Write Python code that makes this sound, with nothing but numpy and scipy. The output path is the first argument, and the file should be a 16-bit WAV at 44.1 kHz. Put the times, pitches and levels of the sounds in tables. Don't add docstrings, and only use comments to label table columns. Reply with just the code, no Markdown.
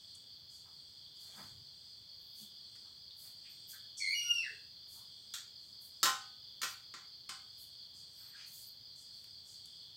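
import sys
import numpy as np
from scipy import signal
from scipy.fft import rfft, irfft, next_fast_len
from scipy.io import wavfile

SR = 44100
rng = np.random.default_rng(int(sys.argv[2]) if len(sys.argv) > 2 else 0)


def to_wav(sig):
    pcm = np.clip(np.atleast_2d(sig), -1, 1) * 32767
    pcm = np.round(pcm).astype(np.int16)
    wavfile.write(sys.argv[1], SR, pcm.T)


N = 439236
TIME = np.arange(N) / SR


def from_db(db):
    return 10 ** (np.asarray(db) / 20)


def rms_one(x):
    return x / np.sqrt(np.mean(x ** 2) + 1e-20)


def in_time(rows):
    times, *columns = np.transpose(rows)
    return [np.interp(TIME, np.sort(times), column) for column in columns]


def at_hz(points, hz):
    freqs, values = np.transpose(points)
    return np.interp(np.log(np.maximum(hz, 1)), np.log(freqs), values)


def noise(spectrum):
    size = next_fast_len(N, True)
    hz = np.fft.rfftfreq(size, 1 / SR) + 1
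    roll_off = np.minimum(hz / spectrum[0][0], 1) ** 2 * np.minimum(spectrum[-1][0] / hz, 1) ** 4
    shaped = rfft(rng.standard_normal(size)) * from_db(at_hz(spectrum, hz)) * roll_off
    return rms_one(irfft(shaped, size)[:N])


def band(x, low_hz, high_hz):
    high_hz = min(max(high_hz, low_hz * 1.01), .45 * SR)
    return signal.sosfilt(signal.butter(2, [low_hz, high_hz], "band", fs=SR, output="sos"), x)


def coloured(x, spectrum, size=4096):
    gain = from_db(at_hz(spectrum, np.fft.rfftfreq(size, 1 / SR)))
    cepstrum = irfft(np.log(gain))[:size // 2]
    response = irfft(np.exp(2 * rfft(cepstrum, size)))
    return signal.fftconvolve(x, response / np.sqrt(np.sum(response ** 2)))[:len(x)]


def drift(rate):
    return rms_one(np.interp(TIME * rate, np.arange(N // 8), rng.standard_normal(N // 8)))


def swell(start, length):
    u = np.clip((TIME - start) / length, 0, 1)
    return np.sqrt(16 * u * (1 - u) ** 2 * (1 + u) / 3)


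def hump(peak_s, rise_s, fall_s):
    distance = (TIME - peak_s) / np.where(TIME < peak_s, rise_s, fall_s)
    return np.exp(-.5 * np.minimum(distance ** 2, 100))


def bouts(rows, rise_s, fall_s, rest_db):
    power = sum((from_db(db) * hump(s, rise_s, fall_s)) ** 2 for s, db in rows)
    return np.sqrt(from_db(rest_db) ** 2 + power)


# (frequency [Hz], time to fall 60 dB [s])
WALL_DECAY = [(100, 0.27), (1000, 0.34), (4000, 0.41), (9000, 0.33), (16000, 0.22)]
def yard(x, direct):
    t = np.arange(SR * 3 // 4) / SR
    edges = np.geomspace(60, 19000, 9)
    tail = 0
    for low, high in zip(edges, edges[1:]):
        t60 = at_hz(WALL_DECAY, np.sqrt(low * high))
        tail += band(rng.standard_normal(len(t)), low, high) * from_db(-60 * t / t60)
    tail *= t > .002
    wet_gain = np.sqrt((1 - direct) / np.sum(tail ** 2))
    return np.sqrt(direct) * x + wet_gain * signal.fftconvolve(x, tail)[:N]


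# (frequency [Hz], EQ [dB])
MIC_EQ = [(25, 3), (100, 5.5), (250, 0.5), (1000, -2.5), (2200, -13), (4400, -20.5), (6500, -2.5),
          (15500, -7)]
def mic_hiss(level_db=-86):
    return from_db(level_db) * noise(MIC_EQ)


# (frequency [Hz], EQ [dB])
AIR_EQ = [(20, -15), (45, -10), (80, 1), (115, 2.5), (190, -5), (280, -10), (600, -13.5), (1200, -17),
          (2600, -19), (6000, -17), (9500, -31), (15500, -16.5)]
def night_air(level_db=-69.5):
    return from_db(level_db) * noise(AIR_EQ)


# (frequency [Hz], EQ [dB])
SIZZLE_EQ = [(4800, -4), (5500, 2.5), (6500, -6.5), (7400, -4), (8300, 2), (8800, -1.5), (9300, -16),
             (10500, -38)]
# (peak time [s], level before trim [dB])
SIZZLE_SWELLS = [(.08, -71.5), (.87, -73), (1.83, -73.5), (2.78, -72), (3.58, -68.5), (4.4, -68),
                 (5.22, -72), (6.08, -71.5), (6.86, -85), (7.62, -73.5), (8.22, -69), (9.17, -71),
                 (9.66, -70.5)]
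def far_bush_crickets(trim_db=2):
    envelope = bouts(SIZZLE_SWELLS, rise_s=.15, fall_s=.16, rest_db=-80.5)
    return from_db(trim_db) * envelope * noise(SIZZLE_EQ)


# (frequency [Hz], EQ [dB])
TRILL_EQ = [(2600, -53.5), (2950, -11.5), (3150, -3), (3350, 4.5), (3520, 4), (3700, -7), (4000, -16)]
# (peak time [s], level before trim [dB])
TRILL_SWELLS = [(.14, -67.5), (1.25, -64.5), (2.55, -65), (3.9, -63), (5.2, -64.5), (6.52, -64),
                (7.78, -65.5), (9.2, -81.5), (9.87, -64)]
def low_trill(trim_db=2, flutter_db=1):
    envelope = bouts(TRILL_SWELLS, rise_s=.26, fall_s=.22, rest_db=-67)
    wings = rms_one(noise(TRILL_EQ) * from_db(flutter_db * drift(160)))
    return from_db(trim_db) * envelope * wings


# (start [s], length [s], level [dB])
TICK_CUES = [(3.492, 0.044, -64), (3.67, 0.086, -58), (8.18, 0.064, -62), (8.27, 0.028, -61),
             (8.53, 0.027, -55), (8.575, .05, -67), (8.664, 0.025, -55.5)]
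def insect_ticks(pitch_hz=13950, wander_hz=80):
    tone = np.sqrt(2) * np.sin(2 * np.pi * np.cumsum(pitch_hz + wander_hz * drift(500)) / SR)
    return sum(from_db(db) * swell(s, length) for s, length, db in TICK_CUES) * tone


# (start [s], length [s], level [dB])
RASP_CUES = [(0.494, 0.13, -64.5), (1.135, 0.48, -66), (5.58, 0.19, -72), (7.936, 0.11, -66),
             (8.954, 0.1, -63.5), (9.45, 0.13, -62.5)]
# (frequency [Hz], EQ [dB])
RASP_EQ = [(4000, -33), (5500, -3.5), (8200, -1), (9500, -10.5), (11000, -14.5), (12800, -8), (14000, -26)]
def near_bush_cricket(grain_db=2):
    envelope = sum(from_db(db) * swell(s, length) for s, length, db in RASP_CUES)
    return envelope * noise(RASP_EQ) * from_db(grain_db * drift(300))


# (wing tone [Hz], level before fader [dB], stroke rate [1/s], lag behind the beat [s])
CRICKET_VOICES = [(4164, -67.5, 29, .04), (4340, -67, 47, .04), (4423, -62.5, 33, -0.017),
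                  (4650, -64.5, 44, 0.022), (4790, -64.5, 61, -.005), (4920, -60.5, 44, -0.052)]
# (frequency [Hz], EQ [dB])
CROWD_EQ = [(2700, -31), (3750, -19.5), (4000, -6.5), (4250, 2), (4550, 6), (4800, 3.5), (4970, -5.5),
            (5080, -10.5), (5500, -18.5), (6400, -23.5), (8000, -67)]
# (time [s], fader [dB], crowd throb [dB])
CHORUS_RIDE = [(0, -2.5, 2), (.95, -3, 0.5), (1.25, -1.1, 1), (2.8, -1.1, 1), (3.4, -0.9, -1),
               (5.2, -1, -0.5), (6.5, -0.8, 1), (9.96, -1, 1.5)]
# (time [s], lag [s])
BEAT_DRAG = [(0, .12), (.8, 0.12), (1.4, .15), (3.2, 0.22), (4.2, 0.14), (5.1, 0.068), (7.2, 0.12),
             (8.6, 0.1), (9.6, 0.13)]
def cricket_chorus(beat_s=.22, chirp_s=.051, lead_s=.0072, stray_s=.007, sag_hz=130, wander_hz=45,
                   uneven_db=1, crowd_db=-56):
    clock = TIME - in_time(BEAT_DRAG)[0]
    near = 0
    for hz, db, stroke_rate, lag in CRICKET_VOICES:
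        own_clock = clock + lead_s - lag + stray_s * drift(3.3)
        off_beat = (own_clock + beat_s / 2) % beat_s - beat_s / 2
        chirps = from_db(uneven_db * drift(6.5)) * np.exp(-.5 * (off_beat / chirp_s) ** 2)
        stroke = np.cumsum(stroke_rate * (1 + .06 * drift(8))) / SR % 1
        pitch = hz + sag_hz * (.5 - stroke) + wander_hz * drift(90)
        wings = np.sin(np.pi * stroke) ** 2 * np.sin(2 * np.pi * np.cumsum(pitch) / SR)
        near += from_db(db) * chirps * rms_one(wings)
    fader_db, throb_db = in_time(CHORUS_RIDE)
    crowd = from_db(crowd_db + throb_db * np.cos(2 * np.pi * clock / beat_s)) * noise(CROWD_EQ)
    return from_db(fader_db) * (yard(near, direct=.49) + crowd)


# (start [s], length [s], low cut [Hz], level [dB])
SWISH_CUES = [(1.192, 0.086, 5000, -62), (1.324, 0.13, 2500, -62), (2.148, 0.33, 13900, -67.5),
              (2.346, 0.1, 5100, -56.5), (3.163, 0.16, 7650, -58), (3.685, 0.037, 5030, -49.5),
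              (4.067, 0.17, 10900, -62), (4.869, .15, 6200, -58.5), (5.796, .085, 8200, -58.5),
              (6.678, 0.047, 10000, -56), (7.57, 0.073, 8200, -56.5), (8.113, 0.15, 7000, -68),
              (8.459, 0.041, 4500, -55.5), (8.502, 0.16, 5950, -55.5), (9.117, 0.14, 6500, -71)]
# (start [s], length [s], centre [Hz], width [octaves], level [dB])
SCUFF_CUES = [(0.645, 0.055, 1020, 0.71, -70), (1.198, 0.25, 900, 2.6, -72.5),
              (1.33, 0.069, 1300, 1.7, -66), (1.373, 0.033, 1120, 1.25, -53),
              (1.346, 0.096, 186, 0.7, -58.5), (1.366, 0.3, 90, 1.7, -65), (2.386, .068, 195, 0.74, -64),
              (2.847, 0.017, 920, 1.2, -68), (3.233, 0.074, 1200, 3.3, -69.5),
              (3.44, .053, 2620, 0.71, -61.5), (3.727, .03, 1690, 0.38, -56.5),
              (4.496, 0.052, 450, 0.28, -69.5), (4.937, 0.1, 1020, 0.49, -71.5),
              (8.166, 0.2, 1700, 1.5, -73), (8.317, 0.061, 1650, 0.34, -62),
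              (8.349, 0.11, 3000, 1.63, -57.5)]
# (start [s], length [s], centre [Hz], width [octaves], level [dB])
TAP_CUES = [(0.149, .012, 7740, 0.5, -55.5), (2.754, 0.013, 3280, 2.5, -59.5),
            (3.106, 0.0066, 3820, 0.12, -48), (9.2425, .0015, 5000, 3, -52.5),
            (9.656, 0.0047, 6800, 1.2, -53)]
def rustles(grain_db=3, swish_top_hz=17600):
    grains = rms_one(rng.standard_normal(N) * from_db(grain_db * drift(400)))

    def stroke(s, length, low_hz, high_hz, db):
        out = np.zeros(N)
        span = slice(int(s * SR), int((s + length) * SR))
        out[span] = from_db(db) * rms_one(band(grains[span], low_hz, high_hz))
        return out * swell(s, length)

    def centred(cues):
        return sum(stroke(s, length, hz / 2 ** (width / 2), hz * 2 ** (width / 2), db)
                   for s, length, hz, width, db in cues)

    swishes = sum(stroke(s, length, low_hz, swish_top_hz, db) for s, length, low_hz, db in SWISH_CUES)
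    return yard(swishes + centred(SCUFF_CUES), direct=.15) + yard(centred(TAP_CUES), direct=.69)


def squeal_hiss(level_db=-45):
    eq = [(4200, -23), (5500, 6), (6500, 2), (8500, 0), (10000, -18.5), (13000, -23)]   # [Hz], [dB]
    return from_db(level_db) * hump(3.982, rise_s=.0063, fall_s=.033) * noise(eq)


# (start [s], length [s], first pitch [Hz], last pitch [Hz],
# glide lateness [exponent], mid-note dip [Hz], level [dB], roughness [factor], overtone gain [dB])
SQUEAL_NOTES = [(3.997, .14, 2304, 2321, 1, 175, -39.5, 0.67, -0.5),
                (4.138, 0.29, 2875, 2588, 4.5, 2, -38, 0.19, -6),
                (4.425, 0.06, 2150, 1604, 1.1, 5, -45.5, 1.17, -2)]
# (peak time [s], half length [s], boost [dB])
WHISTLE_ACCENTS = [(4.315, 0.012, 15), (4.418, 0.003, 3)]
def hawk_squeal(jitter=.024, shimmer_db=2, rattle_hz=115, rattle_depth=.75, dull_db=-12,
                sag_db_per_octave=7, overtone_sag_db_per_octave=58, undertone_db=-54.5):
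    attack_s, release_s = .023, .0029
    upper_harmonics = [(3, -14), (4, -12), (5, -24)]   # (harmonic, relative level [dB])
    wobble, shimmer = drift(500), drift(250)
    rattle = np.sin(2 * np.pi * np.cumsum(rattle_hz * (1 + .1506 * drift(60))) / SR)
    accent = from_db(sum(db * hump(s, half, half) for s, half, db in WHISTLE_ACCENTS))
    undertone = from_db(undertone_db) * hump(4.285, rise_s=.029, fall_s=.029)
    voice, dry_accents = np.zeros((2, N))
    for s, length, first_hz, last_hz, lateness, dip_hz, db, rough, overtone_db in SQUEAL_NOTES:
        span = slice(int(s * SR), int((s + length) * SR))
        u = np.linspace(0, 1, span.stop - span.start)
        glide_hz = first_hz + (last_hz - first_hz) * u ** lateness
        hz = glide_hz - dip_hz * np.sin(np.pi * u)
        phase = 2 * np.pi * np.cumsum(hz * (1 + jitter * rough * wobble[span])) / SR
        top = sum(from_db(level) * np.sin(k * phase) for k, level in upper_harmonics)
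        top *= from_db(dull_db * rough)
        octaves_down = np.log2(first_hz / glide_hz)
        gain = from_db(db - sag_db_per_octave * octaves_down + shimmer_db * rough * shimmer[span])
        fade = from_db(-overtone_sag_db_per_octave * octaves_down)
        overtones = from_db(overtone_db) * fade * (np.sin(2 * phase) + fade * top)
        tone = (np.sin(phase) + overtones) * (1 + rattle_depth * rough * rattle[span])
        envelope = np.minimum(1, length * np.minimum(u / attack_s, (1 - u) / release_s))
        voice[span] += envelope * (gain * tone + undertone[span] * np.sin(phase / 2))
        dry_accents[span] += envelope * (accent[span] - 1) * from_db(db) * np.sin(phase)
    return yard(np.sqrt(2) * voice + squeal_hiss(), direct=.5) + dry_accents


# (time [s], snap [dB], knock [dB], dish [dB], knock low cut [Hz], snap high cut [Hz])
CLACK_CUES = [(5.338, -40.5, -47.5, -74, 1400, 21000), (5.347, -49.5, -48.5, -73, 1400, 19000),
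              (6.030, -24.5, -27, -38, 149, 19000), (6.055, -31, -28, -31, 150, 17000),
              (6.617, -37.5, -38.5, -47.5, 170, 19000), (6.631, -35.5, -35, -64, 170, 18000),
              (6.939, -48.5, -43, -57.5, 150, 8200), (7.292, -41, -43, -51.5, 170, 9600)]
# (frequency [Hz], EQ [dB])
SNAP_EQ = [(1500, -17), (2400, -21.5), (2900, 0.5), (3600, 2), (5500, 0.5), (8400, -2), (9600, -12.5),
           (12500, -8), (15500, -11.5)]
# (frequency [Hz], EQ [dB])
KNOCK_EQ = [(100, -25.5), (180, -5.5), (270, -15.5), (400, -14), (540, -12), (700, -19), (1000, -4),
            (1300, 3), (1800, -2), (2500, -6.5), (4500, -15.5)]
# (frequency [Hz], relative level [dB], time to fall 60 dB [s])
DISH_MODES = [(777, -10, 0.48), (835, -13.5, 0.43), (1043.4, 2.5, 0.28), (1096, -6, 0.37),
              (1250, -18, 0.31), (1250, -8.5, 0.51), (1355, -1.5, 0.3), (1504, -5.5, 0.46),
              (1840, -6, 0.24), (3870, -20, .3)]
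def scissor_clacks(snap_s=.0074, knock_s=.008, bloom_s=.031, snap_trim_db=6, knock_trim_db=3):
    snap, knock, dish = np.zeros((3, N))
    t = np.arange(SR * 3 // 4) / SR
    bloom = np.minimum(t / bloom_s, 1)
    for s, snap_db, knock_db, dish_db, low_cut_hz, high_cut_hz in CLACK_CUES:
        span = slice(round(s * SR), round(s * SR) + len(t))
        snap_burst = np.exp(-t / snap_s) * rng.standard_normal(len(t))
        knock_burst = np.exp(-t / knock_s) * rng.standard_normal(len(t))
        snap[span] += from_db(snap_db + snap_trim_db) * band(snap_burst, 1000, high_cut_hz)
        knock[span] += from_db(knock_db + knock_trim_db) * band(knock_burst, low_cut_hz, 4550)
        for (hz, db, t60), scatter_db in zip(DISH_MODES, rng.standard_normal(len(DISH_MODES))):
            decay = from_db(dish_db + db + scatter_db - 60 * t / t60)
            dish[span] += bloom * decay * np.sin(2 * np.pi * hz * t)
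    return yard(coloured(snap, SNAP_EQ) + coloured(knock, KNOCK_EQ), direct=.44) + dish


def scene(width_db=-42):
    insects = cricket_chorus() + low_trill() + far_bush_crickets()
    insects += yard(near_bush_cricket() + insect_ticks(), direct=.44)
    centre = insects + rustles() + hawk_squeal() + scissor_clacks() + night_air()
    side = mic_hiss() + from_db(width_db) * yard(centre, direct=0)
    return np.array([centre + side, centre - side])


def record(dry):
    return signal.sosfilt(signal.ellip(12, .1, 80, 15800, fs=SR, output="sos"), dry)


dry = scene()
out = record(dry)
to_wav(out)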